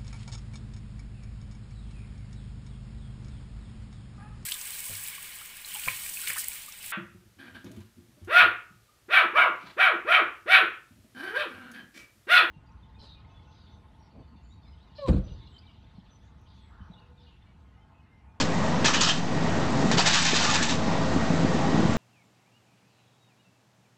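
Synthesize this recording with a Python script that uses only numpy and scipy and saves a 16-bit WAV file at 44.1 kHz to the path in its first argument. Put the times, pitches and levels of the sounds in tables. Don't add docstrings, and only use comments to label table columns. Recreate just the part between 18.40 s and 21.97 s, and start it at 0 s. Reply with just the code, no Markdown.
import sys
import numpy as np
from scipy import signal
from scipy.io import wavfile
from scipy.ndimage import uniform_filter1d

SR = 44100
rng = np.random.default_rng(int(sys.argv[2]) if len(sys.argv) > 2 else 0)


def invert_db(x):
    u = np.asarray(x, float) / 20
    return 10 ** u


def transcribe(u):
    v = np.clip(np.atleast_2d(u).T, -1, 1)
    q = np.round(v * 32767).astype(np.int16)
    wavfile.write(sys.argv[1], SR, q)


N = 157437
TIME = np.arange(N) / SR


def rms_one(x):
    return x / np.sqrt(np.mean(x ** 2) + 1e-20)


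def butter(x, order, hz, kind="low"):
    return signal.sosfilt(signal.butter(order, hz, kind, fs=SR, output="sos"), x)


def drift(rate):
    r = np.exp(-80 * np.pi * rate / SR)
    slow = signal.lfilter([1], [1, -2 * r, r * r], rng.standard_normal(N // 40 + 2002))
    slow = slow[2000:]
    return np.interp(np.arange(N) / 40, np.arange(len(slow)), rms_one(slow - slow.mean()))


def resonance(x, hz, width_hz):
    r = np.exp(-np.pi * width_hz / SR)
    zeros = np.array([1, 0, -1]) * (1 - r * r) / 2
    poles = [1, -2 * r * np.cos(2 * np.pi * hz / SR), r * r]
    return signal.lfilter(zeros, poles, x + 1e-18)


def struck(clicks, hz, width_hz):
    return resonance(clicks, hz, width_hz) * SR / (np.pi * width_hz)


def swell(start, length):
    phase = np.clip((TIME - start) / length, 0, 1)
    return np.sqrt(np.abs(np.sin(np.pi * phase)))


def grains(rate, spread):
    sizes = invert_db(spread * np.minimum(rng.exponential(1, N), 5)) * rng.choice([-1, 1], N)
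    return sizes * (rng.random(N) < rate / SR)


def grit_clicks():
    return rms_one(grains(rate=6000, spread=2.4))


def bands(sources, spectrum, gain_db):
    out = 0
    edges = 40 * 2 ** np.arange(0, 8.1, 1 / 3)
    hz_points, db_points = np.transpose(spectrum)
    for k, (low, high) in enumerate(zip(edges, edges[1:])):
        hz = np.sqrt(low * high)
        band = butter(sources[k % len(sources)], 2, [low, high], "band")
        level_db = np.interp(np.log(hz), np.log(hz_points), db_points) + gain_db(hz)
        out = out + invert_db(level_db) * band
    return out


# start in seconds, level in dB, rise in seconds,
# fall in dB per second, brightness in dB per octave.
BLADE_SKIPS = [(-.006, -24, 0.0017, 294, -2), (0.443, -18.5, 0.0053, 160, -3), (0.46, -21, .006, 400, -2),
               (0.529, -18, 0.011, 195, -4.5), (0.607, -14, 0.0022, 157.5, -2),
               (0.671, -16, 0.0083, 220.5, -4), (1.28, -41.5, 0.13, 16.5, -1.5),
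               (1.513, -24.5, 0.0033, 240, -4.5), (1.569, -17, 0.013, 185, -4.5),
               (1.646, -13.5, 0.028, 179, -3.5), (1.719, -14, 0.023, 64.5, -2.8),
               (1.836, -19, 0.019, 79, -2.5), (1.934, -17, 0.024, 68.5, -3), (2.025, -20.5, 0.004, 115, -3),
               (2.093, -22.5, 0.0036, 101, -3.5), (2.135, -19.5, 0.0044, 161, -2.5),
               (2.22, -20.5, 0.0082, 264.5, -2), (2.287, -22.5, 0.0073, 299.5, -1.8)]
# frequency in Hz, level in dB per Hz.
GRIT_SPECTRUM = [(300, -51), (600, -15.5), (870, -17.5), (2000, -9.5), (3000, -7), (5300, -8), (7300, -7),
                 (9000, -30.5)]
# frequency in Hz, width in Hz, level in dB.
SHEET_MODES = [(882, 60, -4), (1252, 54, 2), (1750, 73, -2), (2184, 40, 3), (2518, 60, -4), (3330, 63, 0),
               (3670, 220, -11.5), (4600, 200, -15.5)]


def scrape():
    hold_s = 0.018
    power, tilt = 1e-12, 0
    for start, db, rise, fall, bright in BLADE_SKIPS:
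        since = TIME - start
        decay = invert_db(db - fall * np.maximum(since - rise - hold_s, 0))
        onset = np.clip(since / max(rise, 1e-3), 0, 1)
        skip = decay ** 2 * onset ** 2
        power = power + skip
        tilt = tilt + skip * bright
    brightness = tilt / power

    def grit_gain(hz):
        return brightness * np.log2(hz / 2500) + 1 * drift(25)

    grit = [grit_clicks() for _ in range(3)]
    body = rms_one(bands(grit, GRIT_SPECTRUM, grit_gain))
    ring = 0
    for k, (hz, width_hz, db) in enumerate(SHEET_MODES):
        wander_db = 3 * drift(17)
        ring = ring + invert_db(db + wander_db) * (-1) ** k * rms_one(resonance(body, hz, width_hz))
    return np.sqrt(power) * rms_one(body + invert_db(-9) * rms_one(ring))


# start in seconds, length in seconds, level in dB, frequency in Hz, width in Hz.
SINGING_AREAS = [(-.01, 0.024, -26, 940, 200), (0.48, 0.041, -25.5, 1120, 400),
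                 (0.523, 0.13, -31, 2950, 600), (0.615, 0.037, -30, 4500, 900),
                 (0.655, 0.03, -26.5, 1370, 295), (0.672, 0.056, -22, 3050, 450),
                 (1.568, 0.042, -23, 780, 450), (1.66, .03, -25, 4800, 800), (1.643, 0.037, -27, 1750, 250),
                 (1.698, 0.075, -25.5, 3650, 800), (1.926, .06, -32, 4000, 600),
                 (2.034, 0.081, -30, 875, 246), (2.08, 0.029, -28.5, 1250, 199),
                 (2.12, .14, -32, 1600, 500), (1.875, 0.077, -29, 2400, 300), (3.303, 0.12, -31, 700, 250),
                 (3.1, .18, -35, 750, 250), (0.457, 0.032, -28.5, 3350, 500), (.535, .02, -26, 6400, 700),
                 (.608, 0.028, -21, 6680, 500), (0.617, .03, -28, 4100, 302), (.63, .03, -23, 5230, 504),
                 (.69, 0.0254, -33, 5800, 800), (0.597, 0.078, -30, 2900, 402),
                 (0.542, 0.063, -34, 1720, 403), (1.583, .03, -25, 4700, 500),
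                 (1.605, 0.035, -30, 2620, 300), (1.725, .05, -30, 5150, 600),
                 (1.75, 0.048, -28, 1700, 250), (1.87, .03, -30, 1160, 198), (2.033, 0.079, -28, 1250, 199),
                 (2.117, 0.025, -24, 770, 250), (2.217, .03, -31, 3930, 400), (2.293, .03, -35, 3380, 296),
                 (2.17, .04, -35, 1500, 400), (2.008, .05, -29, 5800, 1500), (2.1, .03, -29, 6750, 900)]


def singing():
    grit, out = grit_clicks(), 0
    for start, length, db, hz, width_hz in SINGING_AREAS:
        tone = rms_one(resonance(resonance(grit, hz, width_hz), hz, width_hz))
        out = out + invert_db(db) * swell(start, length) * tone
    return out


def sheet():
    rasp = scrape()
    flatter = (TIME > 0.57) & (TIME < 0.8)
    dead_share = np.where(flatter, 0.83, 0.34)
    rasp = rasp - dead_share * resonance(rasp, 2210, 840)
    judder = invert_db(0.9 * drift(110))
    return butter((rasp + singing()) * judder, 4, 650, "high")


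# time in seconds, peak in dB.
EDGE_KNOCKS = [
    (0.445, -13),
    (0.61, -28.5),
    (1.514, -12),
    (1.574, -17),
    (1.583, -13),
    (1.935, -15.5),
]
# time in seconds, peak in dB.
STONE_SNAPS = [(.447, -12), (.62, -11), (.65, -15), (1.583, -5), (1.591, -13), (1.703, -15), (1.74, -12),
               (1.762, -13), (1.771, -13), (1.808, -16), (1.854, -15), (1.884, -16), (1.917, -15),
               (1.978, -9), (1.992, -15), (2.034, -16), (2.067, -13), (2.111, -14), (2.157, -12),
               (2.232, -16), (2.315, -18)]


def knocks():
    crack_s = 0.0044
    clicks, snaps = np.zeros(N), np.zeros(N)
    for start, db in EDGE_KNOCKS:
        clicks[int(start * SR)] = invert_db(db)
    for start, db in STONE_SNAPS:
        snaps[int(start * SR)] = invert_db(db) * rng.choice([-1, 1])
    thud = struck(clicks, 448, 280)
    crack = signal.lfilter([1], [1, -np.exp(-1 / (crack_s * SR))], clicks) * rng.standard_normal(N)
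    crack = butter(crack, 2, [700, 8600], "band")
    return 0.75 * crack + invert_db(-4.5) * thud + struck(snaps, 3000, 3500)


def yard(x):
    t60_s, first_echo_s = 0.3, 0.008
    t = np.arange(SR // 2) / SR
    tail = rng.standard_normal(len(t)) * invert_db(-60 * t / t60_s) * (t > first_echo_s)
    tail = butter(tail, 1, 1900)
    tail = tail / np.sqrt(np.sum(tail ** 2))
    return invert_db(-14.5) * signal.fftconvolve(x, tail)[:N]


# frequency in Hz, half width in Hz, level in dB.
EXHAUST_MODES = [(172, 49, 1), (346, 52, -9), (422, 12, -5), (682, 10, -10), (800, 25, -9.5),
                 (1180, 28, -16)]


def exhaust():
    cycle_hz, jitter, cylinder_db, firing_db = 10.38, 0.036, 6.5, 1.32
    k = np.arange(int(N / SR * 12 * 8))
    draw = rng.standard_normal((len(k), 2))
    pattern = rng.standard_normal(8)
    at = ((k + 1 + jitter * draw[:, 0]) / (8 * cycle_hz) * SR).astype(int)
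    strength = invert_db(cylinder_db * pattern[k % 8] + firing_db * draw[:, 1])
    clicks = np.zeros(N)
    clicks[at[at < N]] = strength[at < N]
    out = 0
    for j, (hz, width_hz, db) in enumerate(EXHAUST_MODES):
        out = out + invert_db(db) * (-1) ** j * rms_one(resonance(clicks, hz, 2 * width_hz))
    return invert_db(-35.5) * rms_one(out)


# frequency in Hz, level in dB.
ENGINE_HUMS = [(52, -41), (93, -40), (166.2, -36), (229.5, -37), (270, -38.5), (453, -72), (519, -41.5),
               (645.5, -42), (1142, -49.5), (1890, -56)]


def hums():
    out = 0
    for hz, db in ENGINE_HUMS:
        level = invert_db(db + 1.5 + 3 * drift(6.0))
        slip = 1.3 * drift(2.7)
        out = out + level * np.sin(2 * np.pi * hz * TIME + slip)
    return out


# frequency in Hz, level in dB per Hz.
ROAR_SPECTRUM = [(35, -32.5), (60, -12.5), (160, -2.5), (270, -6.5), (350, -12.5), (520, -12), (900, -12.5),
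                 (1500, -32)]
# frequency in Hz, level in dB per Hz.
FAN_HISS_SPECTRUM = [(500, -37.5), (1050, -3.5), (1500, -5.5), (1900, -9), (2150, -10), (5000, -19.5),
                     (7200, -25.5), (9000, -45.5)]


def engine_noise():
    patchy_db = 1.22
    white = rng.standard_normal((7, N))
    roar = bands(white[1:4], ROAR_SPECTRUM, lambda hz: patchy_db * drift(3.7))
    hiss = bands(white[4:], FAN_HISS_SPECTRUM, lambda hz: patchy_db * drift(7.1))
    pump = white[0] * invert_db(1.5 * drift(13))
    whine = resonance(resonance(pump, 1880, 160), 1880, 160)
    gear = resonance(resonance(white[1], 3550, 500), 3550, 500)
    out = invert_db(-28) * rms_one(roar) + invert_db(-37) * rms_one(hiss)
    return out + invert_db(-45) * rms_one(whine) + invert_db(-53) * rms_one(gear)


# start in seconds, length in seconds, share 0-1.
WORKER_SCREENS = [
    (.62, 0.21, 0.48),
    (1.67, 0.27, 0.7),
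]


def truck():
    engine = exhaust() + hums() + engine_noise()
    screen = sum(share * swell(start, length) for start, length, share in WORKER_SCREENS)
    return engine - screen * resonance(engine, 453, 450)


# time in seconds, level in dB.
GUST_LEVEL = [(0, -50), (.35, -36.5), (.6, -29), (.8, -42), (.95, -35), (1.2, -35), (1.5, -32.5),
              (1.7, -32.5), (1.85, -42), (2.1, -33), (2.35, -36), (2.6, -42), (2.9, -33), (3.1, -37.5),
              (3.4, -27.5), (3.57, -36.5)]
# time in
# seconds, peak in dB, pitch in Hz.
LOW_THUMPS = [(2.764, -10, 233), (2.908, -12, 170), (2.941, -14, 230), (3.033, -13, 229), (3.048, -9, 235),
              (3.206, -27, 246), (3.269, -16, 220), (3.333, -16, 238), (3.346, -10, 226),
              (3.379, -10.5, 220), (3.395, -13, 235), (3.405, -16, 230), (3.432, -10, 197),
              (3.454, -9, 190), (3.494, -13, 149), (3.566, -13, 160), (0.207, -24, 220), (1.047, -14, 200),
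              (1.458, -11, 190), (1.516, -21.5, 260), (1.541, -15, 240), (1.57, -17, 150), (.61, -20, 280),
              (2.482, -21, 280), (3.152, -16, 232), (1.934, -10, 390), (.447, -18, 242)]


def wind():
    puff_hz, width_hz = 195, 176
    thump_cycles, sharpness, lean = 1.05, 1.35, 0.83
    puffs = grains(rate=250, spread=0.52) * invert_db(0.69 * drift(8.2))
    puffs = resonance(resonance(puffs, puff_hz, width_hz), puff_hz, 2 * width_hz)
    puffs = butter(puffs, 2, 500)
    out = invert_db(np.interp(TIME, *np.transpose(GUST_LEVEL))) * rms_one(puffs)
    for start, db, hz in LOW_THUMPS:
        cycles = (TIME - start) * hz
        pulse = np.exp(-np.abs(2 * cycles / thump_cycles) ** sharpness)
        out = out + invert_db(db) * pulse * np.cos(2 * np.pi * cycles - lean)
    return out


def scene():
    shovel = sheet() + knocks()
    return (shovel + yard(shovel) + truck() + wind())[None]


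def gain_control(dry):
    threshold_db, share, attack_s, release_db_per_s = -28.5, 0.45, 0.041, 20
    sensed = butter(dry[0], 2, 700, "high")
    level = 10 * np.log10(uniform_filter1d(sensed ** 2, size=441) + 1e-12)
    slope = release_db_per_s * TIME
    wanted_cut = share * np.maximum(level - threshold_db, 0)
    cut = np.maximum.accumulate(wanted_cut + slope) - slope
    r = np.exp(-1 / (attack_s * SR))
    return dry * invert_db(-signal.lfilter([1 - r], [1, -r], cut))


def top_cut(x):
    return signal.sosfilt(signal.butter(12, 9190, fs=SR, output="sos"), x)


def record(dry):
    x = gain_control(dry)
    x = x + invert_db(-46.5) * rms_one(butter(rng.standard_normal(N), 1, 4000))
    x = butter(x, 3, 57.7, "high")
    x = butter(x, 3, 7740)
    top = signal.sosfiltfilt(signal.butter(4, 7500, "high", fs=SR, output="sos"), x)
    flicker = invert_db(5 * (drift(150) - 1))
    x = x + (flicker - 1) * top
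    x = signal.sosfilt(signal.cheby2(10, 60, 9780, fs=SR, output="sos"), x)
    mix = x - 0.0391
    return top_cut(mix)


dry = scene()
out = record(dry)
transcribe(out)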